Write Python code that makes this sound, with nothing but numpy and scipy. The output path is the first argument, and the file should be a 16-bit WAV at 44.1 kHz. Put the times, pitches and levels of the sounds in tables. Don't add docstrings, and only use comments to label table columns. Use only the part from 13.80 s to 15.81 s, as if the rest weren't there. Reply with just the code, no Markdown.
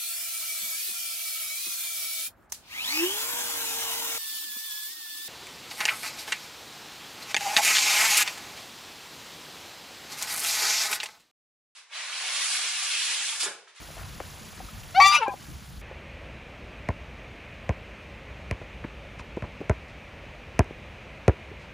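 import sys
import numpy as np
from scipy import signal
from scipy.fft import rfft, irfft
from scipy.io import wavfile

SR = 44100
rng = np.random.default_rng(int(sys.argv[2]) if len(sys.argv) > 2 else 0)


def persist_wave(psi):
    counts = np.round(np.clip(psi, -1, 1) * 32767).astype(np.int16)
    wavfile.write(sys.argv[1], SR, np.atleast_2d(counts).T)


def rack_gain(trim_db):
    fader = np.asarray(trim_db, float)
    return 10 ** (fader / 20)


N = 88861
T = np.arange(N) / SR


def in_time(rows):
    s, *columns = np.transpose(rows)
    gate = np.clip(np.minimum(T - s[0], s[-1] - T) / 0.0024, 0, 1)
    return [np.interp(T, s, c) for c in columns] + [gate]


def at_hz(points, hz):
    table_hz, values = np.transpose(points)
    return np.interp(np.log(hz), np.log(table_hz), values)


def rms_one(x):
    return x / np.sqrt(np.mean(x ** 2) + 1e-20)


def drift(rate):
    r = np.exp(-2 * np.pi * rate / SR)
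    walk = signal.lfilter([1], [1, -2 * r, r * r], rng.standard_normal(N + SR))
    return rms_one(walk[SR:])


def filtered(x, order, hz, kind):
    return signal.sosfilt(signal.butter(order, hz, kind, fs=SR, output="sos"), x)


def turn(hz, wander=0.0023):
    return 2 * np.pi * np.cumsum(hz * (1 + wander * drift(61))) / SR


def stack(levels_db, phase, start, other=0, hz=None, other_hz=0):
    # time in seconds, centre in Hz, lift in dB.
    beak = [(1.31, 3010, -29), (1.328, 3100, 20), (1.343, 2800, 2), (1.357, 2500, 12), (1.37, 2710, 15),
            (1.39, 2950, 1.5)]
    beak_width_hz = 230
    out = 0
    for k, db in enumerate(levels_db, start):
        shimmer_db = (1.2 + 0.1 * k) * drift(93)
        line = np.sqrt(2) * rack_gain(db + shimmer_db) * np.sin(k * phase + other + rng.uniform(0, 5.24))
        if hz is not None:
            centre_hz, lift_db, _ = in_time(beak)
            off_centre = (k * hz + other_hz - centre_hz) / beak_width_hz
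            line = line * rack_gain(lift_db / (1 + off_centre ** 2))
        out = out + line
    return out


def banded_noise(spectrum, patchy_db, rate):
    # pitch in Hz, likeness (1 is the same).
    likeness = [(40, .92), (125, .75), (300, .6), (1700, .6), (15000, .6)]
    out, together, edges = 0, drift(rate), 20 * 2 ** np.arange(0, 9.8, .5)
    white = rng.standard_normal((2, 2, N))
    for k, (low, high) in enumerate(zip(edges, edges[1:])):
        hz = np.sqrt(low * high)
        if not spectrum[0][0] * .8 < hz < spectrum[-1][0] * 1.2:
            continue
        mid, side = filtered(white[k % 2], 2, [low, high], "band")
        alike = np.clip(at_hz(likeness, hz), -1, 1)
        gain = rack_gain(at_hz(spectrum, hz) + patchy_db * (0.3 * together + drift(rate)))
        out = out + gain * (np.sqrt(1 + alike) * mid + np.sqrt(1 - alike) * side * [[1], [-1]])
    return rms_one(out)


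def background():
    # pitch in Hz, level in dB per Hz.
    wind_colour = [(12, -44), (20, -22.5), (64, 0.5), (124, -8), (178, 1), (206, -26.5), (221, -20.5),
                   (300, -16), (390, -42), (660, -120)]
    hiss_colour = [(180, -55), (300, -12), (404, -8), (769, -6.5), (1810, -7.5), (4000, -10),
                   (12100, -15.5), (14500, -4), (15500, -23)]
    # time in seconds, level in dB.
    gusts = [(0.0, -22), (0.02, -47.5), (0.45, -46.5), (0.53, -50), (0.55, -50.5), (0.78, -49), (0.85, -42),
             (0.9, -50), (0.95, -42.5), (0.98, -47), (1.46, -58), (1.48, -50), (1.84, -45), (1.87, -62),
             (1.94, -40), (2.01, -42)]
    # time in seconds, gain in dB.
    duck = [(0, -0.5), (1.17, -2), (1.22, 2.5), (1.45, -20), (1.52, -6), (1.62, -3), (2.02, -6.5)]
    wind_db, hiss_db, gust_follows = -42.5, -44.5, 0.6
    wide_below_hz = 2100
    duck_db, _ = in_time(duck)
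    gust_db = in_time(gusts)[0] - duck_db
    wind_level = rack_gain(wind_db + gust_follows * (gust_db - gust_db.mean()))
    wind = wind_level * banded_noise(wind_colour, patchy_db=4.0, rate=9.5)
    both = wind + rack_gain(hiss_db) * banded_noise(hiss_colour, patchy_db=1.57, rate=78)
    hz = np.fft.rfftfreq(N, 1 / SR)
    mid = both.mean(axis=0)
    side = irfft(rfft(both[0] - both[1]) / (2 + 2 * (hz / wide_below_hz) ** 20), N)
    return rack_gain(duck_db) * (mid + side * [[1], [-1]])


def taps():
    # start in seconds, peak in dB, ring in Hz, crack in dB, ring length in cycles.
    touches = [(.088, -31.5, 595, -20, 5.3), (.103, -31.5, 590, -18, 8.9), (0.169, -34, 675, -20, 19),
               (.195, -31.5, 1210, -9, 18), (.215, -37.5, 710, -22, 22), (0.402, -23.5, 785, 1, 10.4),
               (.4055, -20.5, 560, -18, 5.2), (.411, -28.5, 305, -20, 2.2), (.777, -42, 630, 8, 15),
               (.803, -29, 758, -25, 29), (0.886, -33.5, 1280, -12, 38), (1.4809, -16.5, 539, -14, 13.5),
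               (1.54, -25, 787, -30, 14)]
    crack_t60_s, crack_cut_hz = .02, 1800
    thud_ratio, thud_db = 0.726, -7
    snap_s, snap_db, snap_t60_s = 1.482, -36.5, 0.0047
    out = np.zeros(N + SR)
    t = np.arange(SR // 20) / SR
    crack_filter = signal.butter(4, crack_cut_hz, fs=SR)
    for s, db, hz, crack_db, cycles in touches:
        ring = rack_gain(-60 * t * hz / cycles) * np.minimum(t / 0.001, 1) * np.sin(2 * np.pi * hz * t)
        thud_hz = thud_ratio * hz
        softer_db = 2 * min(db + 25.5, 0)
        thud = rack_gain(thud_db + softer_db - 60 * t * thud_hz / cycles) * np.sin(2 * np.pi * thud_hz * t)
        grit = signal.lfilter(*crack_filter, 2 * rng.standard_normal(len(t)))
        crack = rack_gain(crack_db - 60 * t / crack_t60_s) * grit
        i = int(s * SR)
        out[i:i + len(t)] += rack_gain(db) * (ring + thud + crack)
    snap_filter = signal.butter(1, [4000, 11000], "band", fs=SR)
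    snap = signal.lfilter(*snap_filter, 2 * rng.standard_normal(len(t)))
    i = int(snap_s * SR)
    out[i:i + len(t)] += rack_gain(snap_db - 60 * t / snap_t60_s) * snap
    return filtered(out[:N], 2, 220, "high")


def rustle():
    # time in seconds, level in dB.
    brush = [(.15, -69), (.175, -49), (.23, -48.5), (.27, -57.5)]
    db, gate = in_time(brush)
    grains = rng.standard_normal(N) * rack_gain(5.9 * drift(70))
    return gate * rack_gain(db) * rms_one(filtered(grains, 2, [600, 2000], "band"))


def air():
    # time in seconds, level in dB.
    breath = [(1.14, -54), (1.195, -41), (1.21, -40), (1.25, -31.5), (1.3, -33.5), (1.355, -25.5),
              (1.4, -51), (1.43, -39.5), (1.47, -51.5), (1.55, -65)]
    # pitch in Hz, level in dB per Hz.
    throat = [(600, -39), (900, 16), (1600, -5), (2500, 9), (4500, -1.5), (7000, -12), (10000, -6.5),
              (15500, -35)]
    db, gate = in_time(breath)
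    rush = banded_noise(throat, patchy_db=2.0, rate=70)[0]
    return gate * rack_gain(db) * filtered(rush, 4, 650, "high")


def brilliance():
    # time in seconds, level in dB, lift of the top part in dB.
    beak_hiss = [(1.19, -69, 0), (1.21, -58, 9), (1.24, -57, 5), (1.28, -49, 6), (1.31, -50, -8),
                 (1.35, -39, -12), (1.385, -53, -9), (1.41, -78, -4)]
    db, top_db, gate = in_time(beak_hiss)
    flicker = rack_gain(1.5 * drift(80))
    white = rng.standard_normal(N)
    low = rms_one(filtered(white, 3, [8700, 12000], "band"))
    top = rms_one(filtered(white, 3, [12000, 16000], "band"))
    return gate * rack_gain(db) * flicker * (low + rack_gain(top_db) * top)


def lead():
    # time in seconds, pitch in Hz, level in dB, overtone lift in dB.
    rise = [
        (1.14, 699.6, -53, 6),
        (1.15, 688, -32.5, 18),
        (1.165, 747.4, -25, 16.5),
        (1.18, 765, -13.5, 2),
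        (1.198, 799, -8.5, -12.5),
        (1.206, 765, -18.5, -12),
        (1.212, 850, -72, -14),
    ]
    overtones_db = [-21, -22.5, -26.5, -31, -28.5, -40, -41]
    hz, db, lift_db, gate = in_time(rise)
    phase = turn(hz)
    overtones = rack_gain(lift_db) * stack(overtones_db, phase, start=2)
    return gate * rack_gain(db) * (np.sqrt(2) * np.sin(phase) + overtones)


def honk():
    # time in seconds, pitch in Hz, level, second multiple, third multiple, overtone lift in dB.
    main_note = [(1.199, 1090, -14.5, -29, -50, -20), (1.207, 1128, -12.5, -16.5, -59, -28),
                 (1.225, 1147, -11, -17.5, -40, -4), (1.245, 1164, -15, -13.5, -25.5, -5.5),
                 (1.27, 1179, -16.5, -32.5, -23.5, 6), (1.282, 1177, -18.5, -23.5, -27.5, 10),
                 (1.325, 1192, -21, -37, -36, -8), (1.357, 1194, -19.5, -14.5, -46, 7),
                 (1.382, 1190, -44.5, -44, -50, -4)]
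    # time in seconds, level in dB.
    fourth = [(1.199, -50), (1.212, -28), (1.225, -18.5), (1.245, -31), (1.262, -26.5), (1.29, -29.5),
              (1.32, -27), (1.34, -38), (1.382, -66)]
    overtones_db = [-21.5, -24.5, -21, -43.5, -42, -43, -44, -43]
    # time in seconds, pitch in Hz, level in dB.
    flutter = [(1.2, 204, -51), (1.21, 212, -21), (1.228, 203, -32), (1.24, 195, -57)]
    low = [(1.2, 792, -20), (1.215, 740, -30.5), (1.24, 743, -31.5), (1.265, 789, -21), (1.28, 778, -34),
           (1.31, 786, -38.5), (1.345, 800, -44), (1.37, 754, -34)]
    high = [(1.312, 1448, -36), (1.325, 1439, -32.5), (1.345, 1437, -33.5), (1.375, 1462, -31),
            (1.39, 1446, -27), (1.41, 1382, -102)]
    flutter_up_db = [-6, -6, -14, -16, -18]
    flutter_down_db = [0, -5, -12, -18]
    low_up_db = [1, -40, -11, -18]
    low_down_db = [-32, -48, -2, -12.5, -12, -11, -17.5]
    high_up_db = [-2, -3.5, -2, -7, -18, -10]
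    high_down_db = [-27.5, -1.5, -4.5, -23]
    high_own_db = [-2.5, -7, -15, -8.5, -27]

    hz, db, second_db, third_db, lift_db, gate = in_time(main_note)
    phase = turn(hz)
    out = rack_gain(db + lift_db) * stack(overtones_db, phase, start=5)
    for k, level_db in enumerate((db, second_db, third_db, in_time(fourth)[0]), 1):
        out = out + np.sqrt(2) * rack_gain(level_db) * np.sin(k * phase)

    beats_fade = rack_gain(.5 * np.minimum(db + 31.0, 0))
    partners = ((flutter, flutter_up_db, flutter_down_db, .08),
                (low, low_up_db, low_down_db, .008),
                (high, high_up_db, high_down_db, .003))
    for rows, up_db, down_db, wander in partners:
        other_hz, other_db, other_gate = in_time(rows)
        other = turn(other_hz, wander)
        shaped = hz if rows is high else None
        beats = stack(up_db, phase, 1, other, shaped, other_hz)
        beats = beats + stack(down_db, phase, 1, -other, shaped, -other_hz)
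        voice = beats * beats_fade
        if rows is low:
            voice = voice + np.sqrt(2) * np.sin(other)
        out = out + other_gate * rack_gain(other_db) * voice
    return gate * out + other_gate * rack_gain(other_db) * stack(high_own_db, other, 1, hz=other_hz)


def croak():
    # time in seconds, pitch in Hz, level in dB, overtone lift in dB.
    fall = [(1.382, 608, -39, -10), (1.4, 552, -40, -1.5), (1.413, 482.5, -32.5, 1), (1.422, 452, -41, 17),
            (1.432, 442.5, -40, 17.5), (1.445, 433.7, -48, 18.5), (1.458, 445, -63.5, 35.5)]
    upper_db = [-9, -21, -16, -15, -30]
    rasp_db = 3
    hz, db, lift_db, gate = in_time(fall)
    phase = turn(hz, wander=0.012)
    roughness = rack_gain(rasp_db * drift(360) + .5 * np.minimum(db + 56, 0))
    upper = roughness * stack(upper_db, phase, start=3)
    overtones = rack_gain(lift_db) * (stack([0], phase, start=2) + upper)
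    return gate * rack_gain(db) * (np.sqrt(2) * np.sin(phase) + overtones)


def growl():
    # time in seconds, pitch in Hz, level in dB, partner in dB, overtones in dB.
    release = [(1.448, 860, -44, -58, -68), (1.462, 836, -28.5, -36, -51), (1.472, 816, -43, -25.5, -43),
               (1.48, 784, -26.5, -65, -37), (1.495, 834, -33.5, -36, -42), (1.505, 796, -37, -40, -46),
               (1.525, 772, -39, -35.5, -70), (1.538, 754, -33, -73, -80)]
    # time in seconds, pitch in Hz.
    sinking = [(1.44, 1090), (1.46, 1040), (1.49, 1025), (1.54, 990)]
    rasp_db = 1.5
    hz, db, partner_db, over_db, gate = in_time(release)
    phase = turn(hz, wander=.008)
    partner = stack([0], turn(in_time(sinking)[0], wander=.008), 1)
    voice = rack_gain(db) * stack([0], phase, 1) + rack_gain(partner_db) * partner
    voice = voice + rack_gain(over_db) * stack([0, -1.5], phase, 2)
    return gate * rack_gain(rasp_db * drift(250)) * voice


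def placed(near):
    # pitch in Hz, left over right in dB.
    left_over_right = [(200, 1), (700, 1.5), (1300, 3), (2400, 2.6), (4400, 2), (7500, 0)]
    # delay in seconds, left level in dB, right level in dB.
    echoes = [
        (.011, -12.5, -36),
        (.037, -54, -18),
    ]
    echo_cut_hz = 6500
    hz = np.fft.rfftfreq(N, 1 / SR)
    tilt = at_hz(left_over_right, hz + 1) / 2
    dull = 1 / (1 + (hz / echo_cut_hz) ** 20)
    paths = []
    for column, share in ((1, 0.75), (2, -2.68)):
        bounced = sum(rack_gain(e[column]) * np.exp(-2j * np.pi * hz * e[0]) for e in echoes)
        paths.append(rack_gain(tilt * share) + dull * bounced)
    return irfft(rfft(near) * np.array(paths), N)


def scene():
    body = taps() + rustle()
    voice = air() + brilliance() + lead() + honk() + croak() + growl()
    return placed(body + voice) + background()


def roll_off(x):
    return signal.sosfilt(signal.butter(12, 15670, fs=SR, output="sos"), x)


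def record(dry):
    # pitch in Hz, lag of the left in half turns.
    ports = [(0, 0), (7300, 0), (8400, 1), (8600, 1), (9750, 2), (10500, 2), (11700, 3), (12400, 3),
             (13600, 4), (14300, 4), (15600, 5)]
    lag = np.pi * np.interp(np.fft.rfftfreq(N, 1 / SR), *np.transpose(ports))
    mix = irfft(rfft(dry) * np.exp(-.5j * lag * [[1], [-1]]), N)
    return roll_off(mix)


dry = scene()
out = record(dry)
persist_wave(out)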